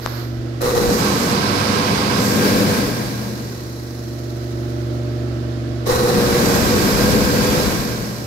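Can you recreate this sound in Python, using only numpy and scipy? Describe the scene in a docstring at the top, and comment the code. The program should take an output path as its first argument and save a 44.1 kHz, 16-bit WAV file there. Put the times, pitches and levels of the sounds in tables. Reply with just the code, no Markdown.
"""Hand dryer in a small restroom.

An exhaust fan hums. Twice the wall dryer's motor snaps on, buzzes and rasps up to speed, blows, then coasts
down with its brushes swishing. A hand-held microphone moves about the housing, near the intake. Fingers rub its
case, gusts buffet it, and its gain control ducks the fan and lets it swell back."""
import sys
import numpy as np
from scipy import signal
from scipy.fft import rfft, irfft
from scipy.io import wavfile
from scipy.ndimage import minimum_filter1d

SR = 44100
rng = np.random.default_rng(int(sys.argv[2]) if len(sys.argv) > 2 else 0)


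def transcribe(u):
    """Save the signal u as a 16-bit wav file named by the first command-line argument.

    u: samples, shape (n,) or (channels, n), limited to [-1, 1]; the rate is SR.
    q: integer samples, one column per channel.
    """
    v = np.clip(np.atleast_2d(u).T, -1, 1)
    q = np.round(v * 32767).astype(np.int16)
    wavfile.write(sys.argv[1], SR, q)


N = 364266
TIME_S, FREQS_HZ = np.arange(N) / SR, np.fft.rfftfreq(N, 1 / SR)
PULL_HZ, FAN_SHAFT_HZ, DRYER_TOP_HZ = 120.03, 24.01, 100.3  # magnetic pull is at twice the mains

# Noise spectra. Each row: frequency in Hz, relative density in dB.
FAN_AIR_DB = [(25, -87), (60, -59.5), (200, -64), (300, -56.5), (420, -61.5), (700, -62.5), (900, -75),
              (1400, -70.5), (2600, -79), (4700, -77.5), (7000, -86.5), (9300, -95.5), (12700, -92),
              (15800, -106)]
RUB_DB = [(30, -61), (150, -62), (450, -59), (900, -64), (1500, -61), (2800, -74.5), (4600, -66),
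          (9000, -87), (12800, -69.5), (15800, -84)]
BUFFET_DB = [(20, -68), (45, -31.5), (70, -31), (120, -43), (250, -60), (600, -80), (2000, -120)]
RASP_DB = [(60, -48), (300, -49.5), (380, -44), (480, -39), (650, -57), (800, -48.5), (1300, -52),
           (2000, -61.5), (3300, -65), (3900, -59), (6200, -62.5), (9000, -67.5), (13000, -65),
           (15800, -74)]
BRUSH_DB = [(100, -64), (220, -64), (500, -60), (1500, -67.5), (3200, -75), (4200, -63), (6000, -65),
            (9000, -75.5), (12700, -69.5), (15800, -77)]
RUSH_DB = [(25, -63), (60, -46.5), (120, -34.5), (220, -29), (340, -38.5), (560, -40), (730, -44.5),
           (1300, -47.5), (3100, -53), (4000, -51), (5400, -51.5), (9200, -61), (12600, -56), (15800, -65)]
# Harmonics of the magnetic pull or of a shaft. Each row: multiple, relative level in dB.
FAN_HUM_DB = [(1, -25), (2, -35.5)]
FAN_BUZZ_DB = [(3, -32.5), (4, -42.5), (5, -37.5), (7, -57), (11, -47)]
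FAN_SHAFT_DB = [(3, -31.5), (6, -40.5), (7, -44.5), (9, -44.5), (11, -42.5), (12, -38), (13, -43),
                (14, -31), (19, -46.5), (21, -60), (28, -49.5)]
MOTOR_BUZZ_DB = [(1, -34), (2, -42), (3, -20), (4, -16), (5, -47)]
BLOWER_WHINE_DB = [(1, -16.5), (2, -17.5), (3, -29.5), (4, -21.5), (5, -16.5), (6, -34), (10, -30),
                   (16, -25)]
# Resonances and dips. Each row: centre in Hz, width in Hz, gain in dB.
GRILLE_MODES = [(290, 44, 2.5), (930, 97, -2), (1070, 43, 2), (1306, 22, 8.5)]
FRAME_MODES = [(380, 34, 2.5), (491, 93, 4.5), (740, 120, 5), (1100, 130, 3.5), (1480, 70, -3),
               (1514, 67, 10), (1906, 130, 9), (3960, 380, 4), (5580, 250, 5), (6600, 320, 3)]
HOUSING_MODES = [(210, 13.7, 5), (287.4, 12, 5), (420, 22, 4.5), (481.3, 12, 11), (610, 37, -1),
                 (1098, 310, 6), (1185, 54, -14), (1380, 52, -3.5), (1588, 133, 8), (2320, 170, 4.5),
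                 (4780, 460, 3), (8270, 600, 2), (12750, 900, 1)]
# Sound at the two microphone ports. Each row: frequency in Hz, coherence from 0 to 1,
# left phase lead in radians, left over right in dB.
FAN_STEREO = [(57, 0.63, -0.5, -1.5), (300, 1, 0.82, -2), (563, 0.52, -1.2, -2.5), (970, 0.21, -0.5, -4),
              (2180, 0.097, -8, -6), (4740, .05, -8.5, -15.5), (7500, .05, -23, -11), (9600, .03, -22, 8),
              (12500, .03, -36, -5), (15500, .03, -44, 6)]
DRYER_STEREO = [(50, 0.86, 1, 2), (216, 0.93, 0, 4), (490, 0.71, 0.55, -1), (860, 0.42, 1.38, -2.5),
                (1075, 0.39, 3.5, -2.5), (1570, 0, 4.5, 2.5), (2300, 0.29, 6, -1.5), (3620, 0.18, 10.5, -6),
                (5050, 0.11, 13.5, -10.5), (7800, 0.13, 19, -2.5), (9600, .03, 31, 14.5),
                (12600, 0.1, 37, 0.5), (15500, .03, 45, 13)]
# The housing's shadow on each port. Each row: frequency in Hz, gain in dB.
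SHADOW_LEFT_DB = [(200, -3.5), (500, -5), (1100, 7), (1330, 2.5), (1620, -12), (2000, -6), (2500, -3.5),
                  (5000, -4.5), (8000, -6.5), (15000, -7)]
SHADOW_RIGHT_DB = [(200, 1.5), (500, -3), (1000, 4.5), (3000, 4.5), (5000, 2), (7500, -5), (10000, 6.5),
                   (13000, -16), (15500, -22)]
# Fan tones in the room's standing waves. Each row: time in seconds, hum gain in dB,
# buzz and shaft gain in dB.
STANDING_WAVES = [(.4, 2.5, -8), (1.2, -2.5, -11), (3, 7.5, 2), (3.8, 1.5, -3), (4.9, 3.4, 1),
                  (5.8, 1.5, -3.5), (8.26, 4.5, 1)]
# Microphone path. Each row: time in seconds, nearness gain in dB, height from 0 (under the dryer's
# grille) to 1 (facing the housing).
MIC_PATH = [(.65, -2, .1), (.87, -0.5, 0.26), (1.03, 0.5, 0.7), (1.29, -3, 0.63), (1.39, -2.5, 0.88),
            (2.14, -2, 0.85), (2.26, -.5, 0.5), (2.5, 1.5, 0.062), (3.6, 2.5, 0.06), (5.9, 1, 0.15),
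            (6.2, 1, .02), (6.48, 2, 0.36), (7.6, 2.3, 0.23), (8.26, 1.5, 0.31)]
# Finger knocks. Each row: start in seconds, level in dB, decay in seconds, pitch in Hz,
# left over right in dB.
CASE_KNOCKS = [(0.0619, 6.5, 0.00037, 1260, 15), (0.0737, -13, .0014, 1150, 4)]
# Stray air. Each row: centre in seconds, half length in seconds, level in dB.
MIC_GUSTS = [(.36, 0.057, -13), (0.854, 0.084, -2), (1.32, .05, -6), (2.65, .5, -7), (6.35, 0.2, -7),
             (7.24, 0.61, 6)]
# Contacts closing. Each row: start in seconds, level in dB, decay in seconds.
SWITCH_SPITS = [(.616, -25, 0.0067), (5.873, -27, 0.004)]
# Dryer runs. Each row: on in seconds, off in seconds, starting current in dB, its hold in seconds.
DRYER_RUNS = [(.604, 2.707, 1.5, .2), (5.856, 7.646, 0, 0.68)]


def amp(db):
    """Decibels to gain."""
    return 10 ** (np.asarray(db) / 20)


def curve(rows, column=1):
    """One column of a time table, per sample."""
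    rows = np.array(rows, float)
    return np.interp(TIME_S, rows[:, 0], rows[:, column])


def spectrum(rows):
    """Each column of a frequency table, per bin."""
    hz, *columns = np.transpose(rows)
    return np.array([np.interp(np.log(FREQS_HZ + 1), np.log(hz), c) for c in columns])


def resonance_db(modes):
    """Summed bell curves, per bin."""
    return sum(db / (1 + (2 * (FREQS_HZ - hz) / width_hz) ** 2) for hz, width_hz, db in modes)


def colour(x, db):
    """Filter by a gain per bin."""
    return irfft(rfft(x) * amp(db), N)


def low_pass(x, hz, order=4):
    """Zero-phase low-pass."""
    return irfft(rfft(x) / (1 + (FREQS_HZ / hz) ** order), N)


def noise(rows):
    """Two independent noises of a given spectrum."""
    return colour(rng.standard_normal((2, N)) * np.sqrt(SR / 2), spectrum(rows))


def wander(rate_hz):
    """Slow random drift, unit deviation."""
    drift = low_pass(rng.standard_normal(N), rate_hz)
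    return drift / drift.std()


def tones(hz, harmonics, waver):
    """Harmonics, each wavering in level."""
    turns = np.cumsum(hz * np.ones(N)) / SR
    out = np.zeros(N)
    for multiple, db in harmonics:
        gain = amp(db) * (1 + waver * wander(1.9))
        out += gain * np.sin(2 * np.pi * (round(multiple) * turns + rng.random()))
    return np.sqrt(2) * out


def release(end_s, decay_s):
    """Envelope: full, then decaying."""
    return np.exp(-np.maximum(TIME_S - end_s, 0) / decay_s)


def burst(start_s, decay_s):
    """Envelope: a jump, then decay."""
    return (TIME_S >= start_s) * release(start_s, decay_s)


def tile_echoes(x, wet=0.34, decay_s=0.016, count=90):
    """Quick echoes off close, hard walls ripple the spectrum above the bass."""
    delays_s = rng.uniform(0.001, 0.03, (2, count))
    gains = rng.choice([-1, 1], delays_s.shape) * np.exp(-delays_s / decay_s)
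    taps = np.zeros((2, N))
    np.put_along_axis(taps, (delays_s * SR).astype(int), gains, 1)
    taps /= np.linalg.norm(taps, axis=1, keepdims=True)
    echoes = rfft(taps) * FREQS_HZ / (FREQS_HZ + 600)
    return irfft(rfft(x) * (1 + wet * echoes), N)


def at_ports(noises, tone, stereo):
    """Bass reaches both ports alike; treble noise comes off the tiles, incoherent."""
    coherence, lead_rad, balance_db = spectrum(stereo)
    coherence = np.clip(coherence, 0, 1)
    shared, separate = rfft(noises)
    tone_bins = rfft(tone)
    left = (shared + tone_bins) * amp(balance_db)
    right_noise = coherence * shared + np.sqrt(1 - coherence ** 2) * separate
    right = (right_noise + tone_bins) * np.exp(-1j * lead_rad)
    return irfft(np.array([left, right]) / np.sqrt((1 + amp(balance_db) ** 2) / 2), N)


def exhaust_fan(throb=0.17, sharpness=6.7, fade_in_db=11, fade_in_s=0.064):
    """Mains hum and shaft tones over air that throbs once a turn; at the very start the fan sound is faint and
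    quickly comes up to level."""
    hum_db, buzz_db = curve(STANDING_WAVES), curve(STANDING_WAVES, column=2)
    hum = tones(PULL_HZ, FAN_HUM_DB, waver=0.018) * amp(hum_db)
    buzz = tones(PULL_HZ, FAN_BUZZ_DB, waver=0.087) * amp(buzz_db)
    shaft = tones(FAN_SHAFT_HZ, FAN_SHAFT_DB, waver=0.074) * amp(0.25 * buzz_db)
    beat = np.exp(sharpness * (np.cos(2 * np.pi * FAN_SHAFT_HZ * TIME_S) - 1))
    air = colour(noise(FAN_AIR_DB), resonance_db(GRILLE_MODES))
    low_air = colour(air, spectrum([(200, 15), (600, -3), (1500, -6), (4000, -13)]))
    air += throb * (beat - beat.mean()) * low_air
    fade_in = amp(-fade_in_db * np.exp(-TIME_S / fade_in_s))
    return at_ports(tile_echoes(air), hum + buzz + shaft, FAN_STEREO) * fade_in


def handling(attack_s=0.028, port_db=(-5, 0), snap_gain=0.59, snap_hz=4200):
    """Fingers slide and knock on the microphone case; a knock is a short ring plus a snap."""
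    grip = (1 - np.exp(-TIME_S / attack_s)) * release(end_s=0.21, decay_s=0.084)
    out = at_ports(noise(RUB_DB), np.zeros(N), DRYER_STEREO) * grip * amp(port_db)[:, None]
    for start_s, db, decay_s, hz, balance_db in CASE_KNOCKS:
        age_s = TIME_S - start_s
        ring = burst(start_s, decay_s) * np.sin(2 * np.pi * hz * age_s)
        snap = burst(start_s, decay_s / 4) * np.sin(2 * np.pi * snap_hz * age_s)
        out -= amp(db) * (ring + snap_gain * snap) * amp([[0], [-balance_db]])
    return out


def draught(lump_db=3, right_db=-19):
    """Gusts of stray air buffet mostly the left port."""
    gusts = sum(amp(db) * np.exp(-((TIME_S - mid_s) / half_s) ** 2) for mid_s, half_s, db in MIC_GUSTS)
    return noise(BUFFET_DB) * gusts * amp(lump_db * wander(17)) * amp([[0], [right_db]])


def switch():
    """Closing contacts spit thin treble."""
    envelope = sum(amp(db) * burst(start_s, decay_s) for start_s, db, decay_s in SWITCH_SPITS)
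    spits = envelope * rng.standard_normal((2, N))
    return colour(spits, spectrum([(2000, 2), (7000, -7), (12000, 16), (15000, -4)]))


def rotor_pace(spin_up_s=0.24, coast_s=2.85, drag_s=0.92):
    """Share of top speed: the rotor spins up, then friction and air drag stop it."""
    pace = np.zeros(N)
    for on_s, off_s, _, _ in DRYER_RUNS:
        driven_s, coasting_s = np.clip(TIME_S - on_s, 0, off_s - on_s), np.maximum(TIME_S - off_s, 0)
        spin_up = 1 - np.exp(-driven_s / spin_up_s)
        friction = np.maximum(1 - coasting_s / coast_s, 0)
        pace += spin_up * friction / (1 + coasting_s / drag_s)
    return pace


def motor_current(attack_s=0.013, release_s=0.012, swell_db=6, swell_s=0.041, sag_db_per_s=13.5):
    """Current swells, holds, sags as the load eases, and dies at switch-off."""
    current = np.zeros(N)
    for on_s, off_s, db, hold_s in DRYER_RUNS:
        age_s = np.maximum(TIME_S - on_s, 0)
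        gate = np.minimum(age_s / attack_s, 1) * release(off_s, release_s)
        sag_db = sag_db_per_s * np.maximum(age_s - hold_s, 0)
        current += gate * amp(db - swell_db * np.exp(-age_s / swell_s) - sag_db)
    return current


def motor(pace, flutter_depth=0.16, rough_db=1.44, swish_depth=0.57):
    """Current makes the brushes rasp and the iron buzz; brushes swish once a turn, even coasting."""
    current = motor_current()
    flutter = 1 + flutter_depth * np.sin(2 * np.pi * PULL_HZ * TIME_S)
    rasp = noise(RASP_DB) * current * flutter * amp(rough_db * wander(33))
    turns = np.cumsum(DRYER_TOP_HZ * pace) / SR
    high_spot = np.exp(3.5 * (np.cos(2 * np.pi * turns) - 1))
    swish = noise(BRUSH_DB) * pace ** 1.03 * (1 + swish_depth * high_spot)
    buzz = tones(PULL_HZ, MOTOR_BUZZ_DB, waver=0.16) * current ** 1.13 * pace ** 0.44
    return rasp + swish, buzz


def blower(pace, gust_db=0.5, tumble_db=1.0, split_hz=500):
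    """Rush and whine grow steeply with speed; low eddies tumble more than the hiss."""
    air = noise(RUSH_DB)
    eddies = low_pass(air, split_hz)
    hiss = air - eddies
    rush = eddies * amp(-tumble_db * wander(26)) * pace ** 2.24 + hiss * pace ** 2.77
    rush *= amp(gust_db * wander(11))
    whine = tones(DRYER_TOP_HZ * pace, BLOWER_WHINE_DB, waver=0.18) * pace ** 8
    return rush, whine


def housing_shadow(direct, height):
    """The housing's edge hides each port as the microphone rises."""
    edge_height, blur = [[0.56], [0.66]], [[0.14], [0.092]]  # left, right
    shaded = colour(direct, np.vstack([spectrum(SHADOW_LEFT_DB), spectrum(SHADOW_RIGHT_DB)]))
    hidden = (1 + np.tanh((height - edge_height) / blur / 2)) / 2
    return direct + hidden * (shaded - direct)


def outlet_beam(x, height, beam_height=0.58, beam_width=0.43, split_hz=6300):
    """The outlet beams treble at one height; mainly the right port catches it."""
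    base_db, beam_db = [[-0.5], [-3.5]], [[-0.5], [10]]  # left, right
    treble = x - low_pass(x, split_hz, order=8)
    in_beam = np.exp(-((height - beam_height) / beam_width) ** 2)
    return x + treble * (amp(base_db + in_beam * beam_db) - 1)


def dryer():
    """Blower and motor ring the housing and frame, heard from the moving microphone."""
    pace = rotor_pace()
    rush, whine = blower(pace)
    brushes, buzz = motor(pace)
    noises = colour(rush, resonance_db(HOUSING_MODES)) + colour(brushes, resonance_db(FRAME_MODES))
    direct = at_ports(tile_echoes(noises), whine + buzz, DRYER_STEREO)
    nearness_db, height = curve(MIC_PATH), np.clip(curve(MIC_PATH, column=2), 0, 1)
    return outlet_beam(housing_shadow(direct, height), height) * amp(nearness_db)


def scene():
    """Stereo sum at the microphone."""
    return exhaust_fan() + dryer() + draught() + switch() + handling()


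def lag(x, tau_s):
    """One-pole smoother."""
    pole = np.exp(-1 / (tau_s * SR))
    return signal.lfilter([1 - pole], [1, -pole], x)


def record(dry, threshold_db=-21, quick_slope=0.23, slow_slope=0.39, hold_s=0.92, edge_hz=15780):
    """Gain control, a quick part plus a slow part that holds; then the band limit."""
    power_db = 10 * np.log10(lag((dry ** 2).mean(0), 0.0053) + 1e-12)
    over_db = np.maximum(power_db - threshold_db, 0)
    half_hold = round(hold_s * SR / 2)
    held_db = -minimum_filter1d(-over_db, 2 * half_hold + 1, origin=half_hold)  # trailing maximum
    slow_db = np.maximum(lag(held_db, 0.15), lag(held_db, 0.33))
    ducked = dry * amp(-quick_slope * over_db - slow_slope * slow_db)
    band_limit = signal.firwin(1535, edge_hz, window=("kaiser", 9), fs=SR)
    return signal.oaconvolve(ducked, band_limit[None], "same")


dry = scene()
out = record(dry)
transcribe(out)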